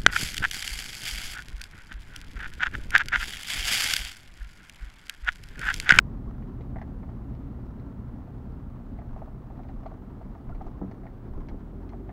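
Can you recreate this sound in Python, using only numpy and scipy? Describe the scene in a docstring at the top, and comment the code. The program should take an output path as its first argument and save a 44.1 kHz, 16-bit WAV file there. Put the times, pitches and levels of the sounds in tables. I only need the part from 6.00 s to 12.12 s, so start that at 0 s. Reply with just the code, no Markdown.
"""Pickup truck rolling onto a wooden bridge

Inside the cab, windows shut, microphone at the dashboard. The truck slows steadily down a paved road
and onto the planks; the engine sinks to idle under the tyre rumble, then picks up. Front and rear
wheels cross each joint in turn, rocking the cab and stirring hollow boards and loose fittings.
Heavy jolts thud through the chassis; close by, dashboard trim knocks and ticks."""
import sys
import numpy as np
from scipy import signal
from scipy.fft import rfft, irfft, next_fast_len
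from scipy.io import wavfile
from scipy.ndimage import uniform_filter1d, map_coordinates

SR = 44100
rng = np.random.default_rng(int(sys.argv[2]) if len(sys.argv) > 2 else 0)


def generate_wav(sig):
    """Save sig (samples, or channels by samples) to the path in sys.argv[1] as 16-bit PCM at SR."""
    pcm = np.round(np.clip(np.atleast_2d(sig).T, -1, 1) * 32767).astype(np.int16)
    wavfile.write(sys.argv[1], SR, pcm)


N = 269892


def amp(db):
    """Decibels to gain."""
    return 10 ** (np.asarray(db) / 20)


def fade(t, t60):
    """Exponential decay, 60 dB down after t60 seconds."""
    return np.exp(-np.log(1000) * t / t60)


def wobble(rate):
    """A smooth random curve, rate knots a second."""
    knots = rng.standard_normal(int(N * rate / SR) + 4)
    return map_coordinates(knots, [np.arange(N) * rate / SR])


def colour(x, spectrum):
    """Filter x by (frequency [Hz], level [dB]) points."""
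    size = next_fast_len(len(x) + 8192)
    hz, db = np.transpose(spectrum)
    gain = amp(np.interp(np.log(np.fft.rfftfreq(size, 1 / SR) + 1), np.log(hz), db))
    return irfft(rfft(x, size) * gain, size)[:len(x)]


def noise(spectrum):
    """Coloured noise of rms 1."""
    x = colour(rng.standard_normal(N), spectrum)
    return x / np.sqrt(np.mean(x ** 2) + 1e-20)


def ring(modes, attack, detune, scatter_db):
    """One blow on a set of modes, peak 1; the point of contact changes their strengths and pitches."""
    t = np.arange(SR // 4) / SR
    hz, db, t60 = np.transpose(modes)[:, :, None]
    strength, pitch, phase = rng.standard_normal((3, len(modes), 1))
    waves = np.sin(2 * np.pi * hz * (1 + detune * pitch) * t + phase)
    onset = 1 - np.exp(-(t / attack) ** 2)
    x = onset * np.sum(amp(db + scatter_db * strength) * fade(t, t60) * waves, axis=0)
    return x / np.abs(x).max()


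def crack(spectrum, t60, tail_db, tail_t60):
    """A sharp contact with a short scattered tail in the cab, peak 1."""
    t = np.arange(SR // 4) / SR
    onset = 1 - np.exp(-(t / .0005) ** 2)
    decay = fade(t, t60) + amp(tail_db) * fade(t, tail_t60)
    x = colour(rng.standard_normal(len(t)), spectrum) * onset * decay
    return x / np.abs(x).max()


def add(track, s, sound):
    """Mix a sound into the track at time s."""
    part = track[max(round(s * SR), 0):][:len(sound)]
    part += sound[:len(part)]


START_M_PER_S, BRAKING_M_PER_S2, WHEELBASE_M = 8.3, .75, 3.86
def motion():
    """Time [s], speed [m/s] and distance [m] of the steadily slowing truck."""
    t = np.arange(N) / SR
    speed = START_M_PER_S - BRAKING_M_PER_S2 * t
    return t, speed, np.cumsum(speed) / SR


def pump(start_s=1.4, length_s=1.55, free_hz=1388, sag_hz=52.2):
    """Far in the background, a pump's whine comes up and sags in pitch while it is loaded."""
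    progress = np.clip((np.arange(N) / SR - start_s) / length_s, 0, 1)
    load = np.abs(np.sin(np.pi * progress))
    whine = np.sin(2 * np.pi * np.cumsum(free_hz - sag_hz * load) / SR)
    return amp(-72.5 + 2.6 * wobble(15)) * np.sqrt(2 * load) * whine


# Engine, just ahead of the cab: (time [s], firing rate [Hz], level [dB])
ENGINE_RUN = [(0, 38.53, -38), (.55, 35.47, -41), (1.7, 31.3, -47), (3.05, 33, -43), (4.3, 30.1, -48.5),
              (5.3, 29.99, -43), (5.65, 38.5, -37.5), (6.12, 51, -40.5)]
# Its harmonics: (order [multiple of the firing rate], level [dB])
FIRING_ORDERS = [(1, 0), (2, -10), (3, -18.5), (4, -17), (5, -12.5), (6, -17), (7, -17.5), (8, -24)]
def engine(full_throttle_hz_per_s=28, boost_db=6):
    """Firing orders hum through the firewall, each a little unsteady; throttle lifts the upper ones."""
    times, *columns = np.transpose(ENGINE_RUN)
    firing_hz, hum_db = [np.interp(np.arange(N) / SR, times, column) for column in columns]
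    climb = np.gradient(firing_hz) * SR / full_throttle_hz_per_s
    throttle = uniform_filter1d(np.clip(climb, 0, 1), size=SR // 5)
    phase = 2 * np.pi * np.cumsum(firing_hz * (1 + .00812 * wobble(9))) / SR
    hum = np.zeros(N)
    for order, db in FIRING_ORDERS:
        gain = amp(db + (order > 1) * boost_db * throttle + 2.16 * wobble(7))
        hum += gain * np.sin(order * phase + rng.uniform(0, 2 * np.pi))
    return amp(hum_db) * hum


# Road noise all around the microphone, three spectra: (frequency [Hz], density [dB])
BODY_SHAKE = [(12, -30.5), (22, -11.5), (35, -1.5), (55, 0.5), (74, 0), (88, -7.5), (130, -19),
              (250, -71.5)]
CAB_AIR_BOOM = [(60, -27), (95, -1), (112, 1.5), (122, 8), (138, -0.5), (168, -3), (190, 1), (215, -0.5),
                (275, -0.5), (305, -9), (400, -12), (450, -19), (700, -36.5), (1500, -80)]
TREAD_RUSH = [(200, -25), (450, 3), (750, 0.5), (1000, -3), (1350, -6), (1600, -11.5), (2000, -15.5),
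              (2400, -21), (3200, -25), (4300, -29.5), (7000, -40.5), (14000, -67)]
def road():
    """Uneven pavement shakes the body; tyres drone and rush through the glass. All ease with speed."""
    _, speed, _ = motion()
    halvings = np.log2(START_M_PER_S / speed)
    texture = wobble(25)
    shake = amp(-39.2 - 7.3 * halvings) * noise(BODY_SHAKE)
    drone = amp(-39 - 7 * halvings + 1.08 * texture) * noise(CAB_AIR_BOOM)
    tread = amp(-56.5 - .76 * halvings + .56 * texture + .41 * wobble(60)) * noise(TREAD_RUSH)
    return shake + drone + tread


# Plastic ticks close to the microphone: (time [s], level [dB], top edge [Hz])
TRIM_TICKS = [(.424, -53.5, 3400), (.608, -51, 4900), (.816, -53.5, 6800), (1.35, -56, 4300),
              (1.797, -57, 5500), (3.633, -57.5, 5000), (3.685, -57, 5000), (3.863, -52, 6000),
              (4.549, -54.5, 5500), (4.913, -55.5, 6800), (5.486, -45, 6600), (5.891, -52, 7000)]
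# Ring of the plastic: (frequency [Hz], level [dB], t60 [s])
PLASTIC_MODES = [(2094, 0.5, 0.077), (2360, 1.5, 0.046), (2885, -1.5, 0.037), (3300, -9, 0.044),
                 (4160, -4, .06), (4620, -10, .04), (5880, -9, 0.043), (6370, -14.5, 0.031)]
# Snap of the contact: (frequency [Hz], density [dB])
PLASTIC_SNAP = [(700, -23), (1700, 6), (2500, 1.5), (4500, -6.5), (6500, -9.5), (7800, -28), (12000, -33)]
# Trim rubbing briefly: (time [s], peak [dB], pitch [Hz])
TRIM_SQUEAKS = [(.28, -50, 1116), (4.528, -49, 1380), (4.757, -50, 1055), (5.355, -51, 1026)]
def trim(settle_s=.009, settle_db=-9):
    """Small plastic parts tick, touch again more weakly, and squeak."""
    out = np.zeros(N)
    for s, db, top_hz in TRIM_TICKS:
        lowpass = signal.butter(4, top_hz, fs=SR, output='sos')
        for delay, drop_db in [(0, 0), (settle_s, settle_db)]:
            body = amp(-3) * ring(PLASTIC_MODES, attack=.0005, detune=.03, scatter_db=2)
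            snap = crack(PLASTIC_SNAP, t60=.01, tail_db=-14, tail_t60=.07)
            add(out, s + delay, amp(db + drop_db) * signal.sosfilt(lowpass, body + snap))
    t = np.arange(SR // 50) / SR
    for s, db, hz in TRIM_SQUEAKS:
        add(out, s - t.mean(), amp(db) * np.hanning(len(t)) * np.sin(2 * np.pi * hz * t))
    return out


# Dashboard panel, close up: (time [s], level [dB], hard edge [relative dB], rebound [relative dB])
PANEL_KNOCKS = [(.759, -35, -5, 0.5), (.784, -42, -3, -20), (1.031, -43, -11, -2.5),
                (1.588, -44.5, -26, -10), (2.987, -40, -11.5, -20), (3.017, -43, -11, -20),
                (3.162, -37.5, -19, 1.5), (3.275, -40, -25, -18), (3.501, -41.5, -19, -20),
                (3.592, -39.5, -21, -3.5), (3.69, -45.5, -8, -20), (3.833, -45, -11, -17),
                (3.858, -32.5, -21, -6.5), (4.211, -40.5, -22, -20), (4.351, -41.5, -14, -22),
                (4.492, -40, -12, -2), (4.61, -34, -20, -6.5), (4.912, -39.5, -10.5, -20),
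                (5.034, -44, -8, -20), (5.054, -42, -18, -20), (5.067, -46.5, 1.5, -22),
                (5.486, -45.5, -1, -20), (5.933, -36, -15, -20), (6.092, -36, -11.5, -20)]
# Ring of the panel: (frequency [Hz], level [dB], t60 [s])
PANEL_MODES = [(663.4, -1, 0.047), (751, -1.5, 0.05), (854, -3.5, 0.034), (998, -14.5, 0.028),
               (1162, -12, 0.043), (1368, -18.5, 0.036)]
# Its hard contact: (frequency [Hz], density [dB])
PANEL_EDGE = [(700, -22), (1200, -14.5), (1700, 7), (2050, 6.5), (2450, -17), (3500, -21.5), (7000, -50),
              (12000, -70)]
def panel(rebound_s=.056, settle_s=.006, settle_db=-5):
    """A loose panel knocks, swings back to strike again, and chatters once after each contact."""
    out = np.zeros(N)
    for s, db, edge_db, rebound_db in PANEL_KNOCKS:
        for hit_s, hit_db in [(s, db), (s + rebound_s, db + rebound_db)]:
            for delay, drop_db in [(0, 0), (settle_s * rng.uniform(.7, 1.3), settle_db)]:
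                body = ring(PANEL_MODES, attack=.0013, detune=.025, scatter_db=2.5)
                edge = amp(edge_db) * crack(PANEL_EDGE, t60=.011, tail_db=-15, tail_t60=.072)
                add(out, hit_s + delay, amp(hit_db + drop_db) * (body + edge))
    return out


def fittings(count=250):
    """Loose fittings around the cab tap at random, harder and more often while the truck rocks."""
    out = np.zeros(N)
    shaking = np.hypot(amp(-52.5), amp(-15.5) * rocking())  # smooth road plus jolts
    times = np.interp(rng.uniform(0, 1, count), np.cumsum(shaking) / shaking.sum(), np.arange(N) / SR)
    for s, pitch, force in zip(times, rng.uniform(.9, 1.602, count), rng.standard_normal(count)):
        modes = np.array(PANEL_MODES) * [pitch, 1, 1 / pitch]  # smaller parts ring higher and shorter
        body = ring(modes, attack=.0011, detune=.054, scatter_db=2)
        snap = amp(-14.5) * crack(PLASTIC_SNAP, t60=.0096, tail_db=-11.5, tail_t60=.057)
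        add(out, s, amp(2 * np.tanh(force)) * (body + snap))
    return out * shaking


# Joints and humps under the wheels: (front crossing time [s], front jolt [dB], rear jolt [dB])
ROAD_JOINTS = [(.27, -31, -36), (3.075, -31.5, -29.5), (3.125, -30, -40), (4.469, -29.5, -28),
               (4.515, -28, -26.5), (4.6, -31, -48), (4.654, -29, -30)]
def jolts():
    """Time [s] and level [dB] of each axle on each joint; the rear follows one wheelbase later."""
    t, _, metres = motion()
    for front_s, front_db, rear_db in ROAD_JOINTS:
        joint_m = np.interp(front_s, t, metres)
        yield front_s, front_db
        yield np.interp(joint_m + WHEELBASE_M, metres, t), rear_db


def rocking(rise_s=.03, t60=.74):
    """How hard the truck rocks: every jolt adds energy that dies away."""
    energy = np.zeros(N)
    for s, db in jolts():
        age = np.maximum(np.arange(N) / SR - s, 0)
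        energy += (amp(db) * (1 - np.exp(-age / rise_s)) * fade(age, t60)) ** 2
    return np.sqrt(energy)


# Bridge planks, heard through the floor: (frequency [Hz], density [dB])
HOLLOW_BOARDS = [(150, -21.5), (240, -2.5), (310, 1), (390, 1), (460, -11.5), (700, -16.5), (1200, -36),
                 (3000, -55)]
def deck(arrival_s=2.98, entry_s=.6, growth_db_per_m=.78):
    """The boards rumble hollowly under the tyres, louder further along the span and after jolts."""
    t, _, metres = motion()
    on_deck = np.clip((t - arrival_s) / entry_s, 0, 1)
    along_m = metres - np.interp(arrival_s, t, metres)
    rolling = amp(-63.5 + growth_db_per_m * along_m)
    drive = np.hypot(rolling, amp(-21) * rocking())
    return on_deck * drive * amp(1.6 * wobble(13)) * noise(HOLLOW_BOARDS)


# The cab on its springs and the chassis below it: (frequency [Hz], level [dB], t60 [s])
CAB_MODES = [(27.2, -1, 0.29), (44.5, -2, 0.21), (60.7, -14, 0.13), (114.4, -16, 0.17)]
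CHASSIS_MODES = [(186.7, -3.5, 0.28), (281.3, -1, .2), (327, -2, 0.076), (393, -13, 0.086),
                 (464, -5, 0.058), (587, -9.5, 0.075), (678, -10, 0.07), (784, -10, 0.052),
                 (1040, -18, 0.047), (1307, -20, 0.063)]
# Heavy jolts coming up through the suspension: (time [s], peak [dB])
HEAVY_THUDS = [(0.607, -33.5), (3.695, -40), (4.815, -24.7), (4.836, -31), (5.378, -35.5), (5.514, -33.5),
               (5.542, -36), (5.733, -36)]
def suspension():
    """Each joint bounces the cab on its springs; heavy jolts thud through the chassis."""
    out = np.zeros(N)
    for s, db in jolts():
        add(out, s, amp(db) * ring(CAB_MODES, attack=.0086, detune=.062, scatter_db=2))
    for s, db in HEAVY_THUDS:
        add(out, s, amp(db) * ring(CHASSIS_MODES, attack=.0005, detune=.0074, scatter_db=1.1))
    return out


def scene():
    """Everything as heard at the dashboard, in mono."""
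    return (engine() + pump() + road() + deck() + suspension() + panel() + trim() + fittings())[None]


# The microphone's own noise: (frequency [Hz], density [dB])
MIC_HISS = [(100, 5), (7000, 1), (12000, 1), (15500, 6)]
def record(dry, hiss_db=-78, top_hz=15750):
    """The microphone adds faint hiss; nothing above the band limit is kept."""
    size = next_fast_len(N + 8192)
    with_hiss = dry + amp(hiss_db) * noise(MIC_HISS)
    passband = np.fft.rfftfreq(size, 1 / SR) < top_hz
    return irfft(rfft(with_hiss, size) * passband, size)[:, :N]


dry = scene()
out = record(dry)
generate_wav(out)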